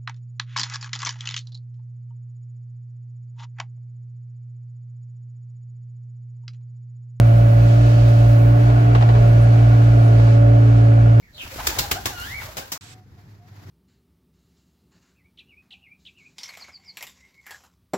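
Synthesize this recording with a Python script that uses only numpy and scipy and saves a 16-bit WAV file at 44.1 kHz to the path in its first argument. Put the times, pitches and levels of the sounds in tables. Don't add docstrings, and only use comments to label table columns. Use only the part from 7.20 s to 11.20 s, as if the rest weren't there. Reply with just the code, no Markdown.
import sys
import numpy as np
from scipy import signal
from scipy.fft import rfft, irfft, dct
from scipy.io import wavfile

SR = 44100
rng = np.random.default_rng(int(sys.argv[2]) if len(sys.argv) > 2 else 0)


def transcribe(signal):
    frames = np.atleast_2d(signal).T
    limited = np.clip(frames, -1, 1)
    pcm = np.round(limited * 32767).astype(np.int16)
    wavfile.write(sys.argv[1], SR, pcm)


N = 176400
TIME_S = np.arange(N) / SR
BIN_HZ = np.arange(N // 2 + 1) * SR / N
WAVER_DB, WAVER_HZ = 2, 3.9

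# frequency in Hz, left minus right in radians.
PORT_PHASE = [(150, 0), (290, -1), (575, -1.87), (1100, -2.5), (5000, -5)]


def undb(db):
    return 10 ** (np.asarray(db) / 20)


def unit(x):
    return x / np.sqrt(np.mean(x ** 2))


def curve(table, column=1):
    rows = np.array(table, float)
    return np.interp(TIME_S, rows[:, 0], rows[:, column])


def per_bin(table):
    rows = np.array(table, float)
    return np.interp(np.log(BIN_HZ + 1e-3), np.log(rows[:, 0]), rows[:, 1])


def colour(x, spectrum):
    return unit(irfft(rfft(x) * undb(per_bin(spectrum)), N))


def noise(spectrum):
    return colour(rng.standard_normal((3, N)), spectrum)


def walk(corner_hz):
    return unit(irfft(rfft(rng.standard_normal(N)) * (BIN_HZ > 0) / (1 + (BIN_HZ / corner_hz) ** 4), N))


def tone(turns):
    return np.sqrt(2) * np.sin(2 * np.pi * (turns + rng.random()))


def ports(turns):
    mean_hz = (turns[-1] - turns[0]) * SR / N
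    lead_rad = per_bin(PORT_PHASE)[int(mean_hz * N / SR)]
    return np.sqrt(2) * np.cos(2 * np.pi * turns + np.array([[lead_rad], [-lead_rad]]) / 2)


def spread(paths):
    # frequency in Hz, share of power arriving directly.
    direct_share = [(120, 1), (250, 0.7), (600, 0.68), (1200, 0.66), (2400, 0.12)]
    share = np.clip(per_bin(direct_share), 0, 1)
    shift = np.exp(.5j * per_bin(PORT_PHASE))
    direct = rfft(paths[0]) * np.array([shift, 1 / shift]) * np.sqrt(share)
    return irfft(direct + rfft(paths[1:]) * np.sqrt(1 - share), N)


def swells(events, spectrum):
    envelope = sum(undb(db) * np.exp(-.5 * ((TIME_S - centre_s) / width_s) ** 2)
                   for centre_s, width_s, db in events)
    return spread(noise(spectrum)) * envelope


def exhaust(crank):
    # multiple of the crank rate, relative level in dB.
    strong_tones = [(2, -17), (4, 0)]
    weak_tones = [(6, -27.5), (7, -34), (8, -34.5), (9, -29.5), (11, -38.5), (12, -34), (21.5, -28.5),
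                  (24, -29.5)]
    # time in seconds, level in dB.
    level = [(0, -10), (.7, -11.1), (1.1, -10.2), (1.6, -12.1), (2.1, -10.1), (4, -10.2)]
    drone = sum(undb(db) * ports(multiple * crank) for multiple, db in strong_tones)
    for multiple, db in weak_tones:
        drone += undb(db + WAVER_DB * walk(WAVER_HZ)) * ports(multiple * crank + rng.random())
    return drone * undb(curve(level))


def second_engine(crank):
    # time in seconds, firing rate deficit in Hz, level in dB.
    running = [(0, 4.85, -29), (1.5, 4.42, -27.5), (3.1, 3.6, -32), (4, 3.6, -33)]
    slip_turns = np.cumsum(curve(running)) / SR
    return undb(curve(running, 2)) * ports(2 * crank - slip_turns)


def clatter(crank):
    # frequency in Hz, density in dB.
    spectrum = [(60, -40.5), (205, -11.5), (265, 0.5), (340, -2.5), (420, 0), (510, -6), (715, 4),
                (830, -6.5), (1050, -8), (1400, -6), (2000, -14), (2900, -20), (4000, -35), (15000, -54)]
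    # time in seconds, level in dB.
    level = [(.2, -29.5), (1.1, -29.5), (1.6, -27.5), (2.7, -28.5), (3.3, -30)]
    decay_firings, depth, repeat_share = 0.53, 0.24, 0.31
    pulses = unit(np.exp(-(2 * crank % 1) / decay_firings))
    cycle_sample = ((crank / 2 % 1) * 2 * N / crank[-1]).astype(int)
    repeating = np.sqrt(repeat_share) * rng.standard_normal((3, N))[:, cycle_sample]
    fresh = np.sqrt(1 - repeat_share) * rng.standard_normal((3, N))
    rattle = (repeating + fresh) * (1 - depth + depth * pulses)
    return spread(struts(colour(rattle, spectrum))) * undb(curve(level))


def struts(paths):
    ripple_db, step_hz, full_depth_hz = 4.5, 27.975, 1200
    teeth = rng.standard_normal((4000, 3)).T
    ripple = np.array([np.interp(BIN_HZ / step_hz, np.arange(len(row)), row) for row in teeth])
    depth_db = ripple_db * np.minimum(BIN_HZ / full_depth_hz, 1)
    keep_power = np.exp(-np.log(undb(depth_db)) ** 2)
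    return irfft(rfft(paths) * undb(depth_db * ripple) * keep_power, N)


def pump(crank):
    # time in seconds, piston tone in dB, its octave in dB.
    levels = [(0, -35.5, -30.5), (0.4, -33, -27.5), (0.62, -28.5, -31), (0.95, -32, -28.5),
              (1.4, -27.5, -28.5), (1.55, -29.5, -40.5), (1.7, -26, -42.5), (1.82, -36, -40),
              (2.02, -34.5, -30), (2.22, -33.5, -29), (2.38, -29.5, -36), (2.8, -29, -32.5),
              (3.05, -30.5, -30.5), (3.27, -26, -23.5), (3.5, -25.5, -36.5), (3.7, -27.5, -28),
              (4.0, -31.5, -34)]
    # multiple of the piston rate, level in dB.
    overtones = [(3, -50), (4, -54), (5, -52), (6, -57)]
    pistons, fifth_db = 10, -14.5
    strokes = pistons * crank
    piston_tone = ports(strokes + rng.random())
    fifth = undb(fifth_db + WAVER_DB * walk(WAVER_HZ)) * ports(1.5 * strokes)
    octave = undb(curve(levels, 2) + 0.89 * walk(15)) * ports(2 * strokes + rng.random())
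    hum = undb(curve(levels)) * (piston_tone + fifth) + octave
    for multiple, db in overtones:
        for side in hum:
            side += undb(db + WAVER_DB * walk(WAVER_HZ)) * tone(multiple * strokes + walk(0.63) / 10)
    return hum


def whine(crank):
    # time in seconds, level in dB.
    level = [(1.0, -48), (1.5, -41.5), (2.3, -44), (3.7, -38.5)]
    crank_multiple = 14.8
    gain = undb(curve(level) + WAVER_DB * walk(WAVER_HZ))
    return gain * ports(crank_multiple * crank + walk(WAVER_HZ) / 10)


def valves():
    # frequency in Hz, density in dB.
    hiss_spectrum = [(900, -8.5), (1300, 6.5), (1900, 0.5), (2800, 2.5), (4000, -2.5), (6400, -5.5),
                     (9000, -17), (15000, -37.5)]
    sizzle_spectrum = [(5000, -30), (9000, 3), (13000, 3.5), (15500, 7)]
    spurt_spectrum = [(4000, -18.5), (10500, 0), (13000, -21)]
    # time in seconds, level in dB (hiss: relative to hiss_db).
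    hiss_level = [(0.33, -1.5), (0.46, 2.3), (0.65, 3.6), (0.9, 3.9), (1.1, 2), (1.3, -3), (1.46, 1.8),
                  (1.66, -1), (2.0, 1.3), (2.2, .2), (2.85, .2), (3.1, 2.4), (3.23, -4.3), (3.38, -3.8),
                  (3.54, -.5), (3.75, -4.4)]
    sizzle_level = [(.6, -51), (1.2, -49.5), (1.8, -56.5), (2.85, -54.5), (3.2, -62)]
    # centre in seconds, half width in seconds, level in dB.
    spurts = [(2.228, .02, -53.5), (2.86, .035, -56.5)]
    hiss_db = -42.5
    hiss = noise(hiss_spectrum) * undb(hiss_db + curve(hiss_level) + .5 * walk(11))
    sizzle = noise(sizzle_spectrum) * undb(curve(sizzle_level) + 1.1 * walk(10))
    return spread(struts(hiss + sizzle)) + swells(spurts, spurt_spectrum)


def rumble():
    # frequency in Hz, density in dB.
    site_spectrum = [(15, -21.5), (35, -0.5), (50, -0.5), (75, -2), (135, 2), (220, -3.5), (600, -48.5)]
    boom_spectrum = [(12, -24), (42, 2), (130, -57.5)]
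    # centre in seconds, half width in seconds, level in dB.
    booms = [(0.95, .1, -33.5), (2.08, 0.11, -27.5)]
    site_db = -33
    return spread(noise(site_spectrum)) * undb(site_db) + swells(booms, boom_spectrum)


def bucket_knocks():
    # start in seconds, level in dB, tilt in dB per octave, relative ring level in dB.
    knocks = [(1.498, -25, -0.5, -10), (1.748, -14.5, 0.04, -7), (1.809, -24, 1, -18.5),
              (1.823, -17.5, -.5, -16.5), (1.888, -18.5, -0.5, -14), (1.949, -23.5, 0, -12.5),
              (1.967, -21.5, -5.5, -2), (2.996, -25, -.5, -3.5), (3.073, -24.5, -2.5, -9.5)]
    # frequency in Hz, density in dB.
    crack_spectrum = [(100, -22.5), (430, 2), (780, 6.5), (1200, -2), (3000, -13), (15000, -48)]
    # frequency in Hz, relative level in dB, T60 in seconds.
    steel_modes = [(437, 0, 0.14), (760, -5.5, 0.071)]
    attack_s, crack_t60_s, pitch_scatter = 0.003, 0.072, 0.018
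    pit_t60_s, pit_db = 0.31, -20
    octaves = np.log2(np.maximum(BIN_HZ, 300) / 800)
    paths = np.zeros((3, N))
    for start_s, db, tilt_db, ring_db in knocks:
        age_s = np.maximum(TIME_S - start_s, 0)
        fade = lambda t60_s: undb(-60 * age_s / t60_s)
        crack = irfft(rfft(noise(crack_spectrum)) * undb(tilt_db * octaves), N)
        knock = crack * (fade(crack_t60_s) + undb(pit_db) * fade(pit_t60_s))
        for mode_hz, mode_db, t60_s in steel_modes:
            ring_hz = mode_hz * (1 + pitch_scatter * rng.standard_normal())
            knock[0] += undb(ring_db + mode_db) * fade(t60_s) * tone(ring_hz * age_s)
        paths += undb(db) * np.minimum(age_s / attack_s, 1) * knock
    return spread(paths)


def bucket_scrape():
    # centre in seconds, half width in seconds, level in dB.
    scrapes = [(2.96, .095, -30.5)]
    # frequency in Hz, density in dB.
    spectrum = [(100, -14.5), (270, 5.5), (420, 2.5), (720, -2.5), (1100, -17.5), (4000, -49)]
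    return swells(scrapes, spectrum) * undb(walk(40))


def scene():
    # time in seconds, speed in rpm.
    speed = [(0, 1719), (0.42, 1719), (0.66, 1745), (0.85, 1730), (1.2, 1726), (1.48, 1752), (1.66, 1750),
             (1.87, 1735), (2.2, 1727), (2.8, 1727), (3.0, 1699), (3.15, 1713), (3.4, 1719), (3.65, 1702),
             (4.0, 1717)]
    crank = np.cumsum(curve(speed)) / 60 / SR
    site = rumble() + second_engine(crank)
    machine = exhaust(crank) + clatter(crank) + pump(crank) + whine(crank) + valves()
    return site + machine + bucket_knocks() + bucket_scrape()


def record(dry):
    # frequency in Hz, left minus right in dB.
    balance = [(120, -0.9), (290, -1), (420, 0.5), (575, -4.5), (750, 2), (2000, -0.5), (5000, -3),
               (13000, 1)]
    cutoff_hz = 15750
    left_db = np.repeat(per_bin(balance), 2)[:N] / 2
    spectrum = dct(dry, norm="ortho") * undb(np.array([left_db, -left_db]))
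    heard = dct(spectrum, type=3, norm="ortho")
    return signal.sosfilt(signal.ellip(10, .2, 80, cutoff_hz, fs=SR, output="sos"), heard)


dry = scene()
out = record(dry)
transcribe(out)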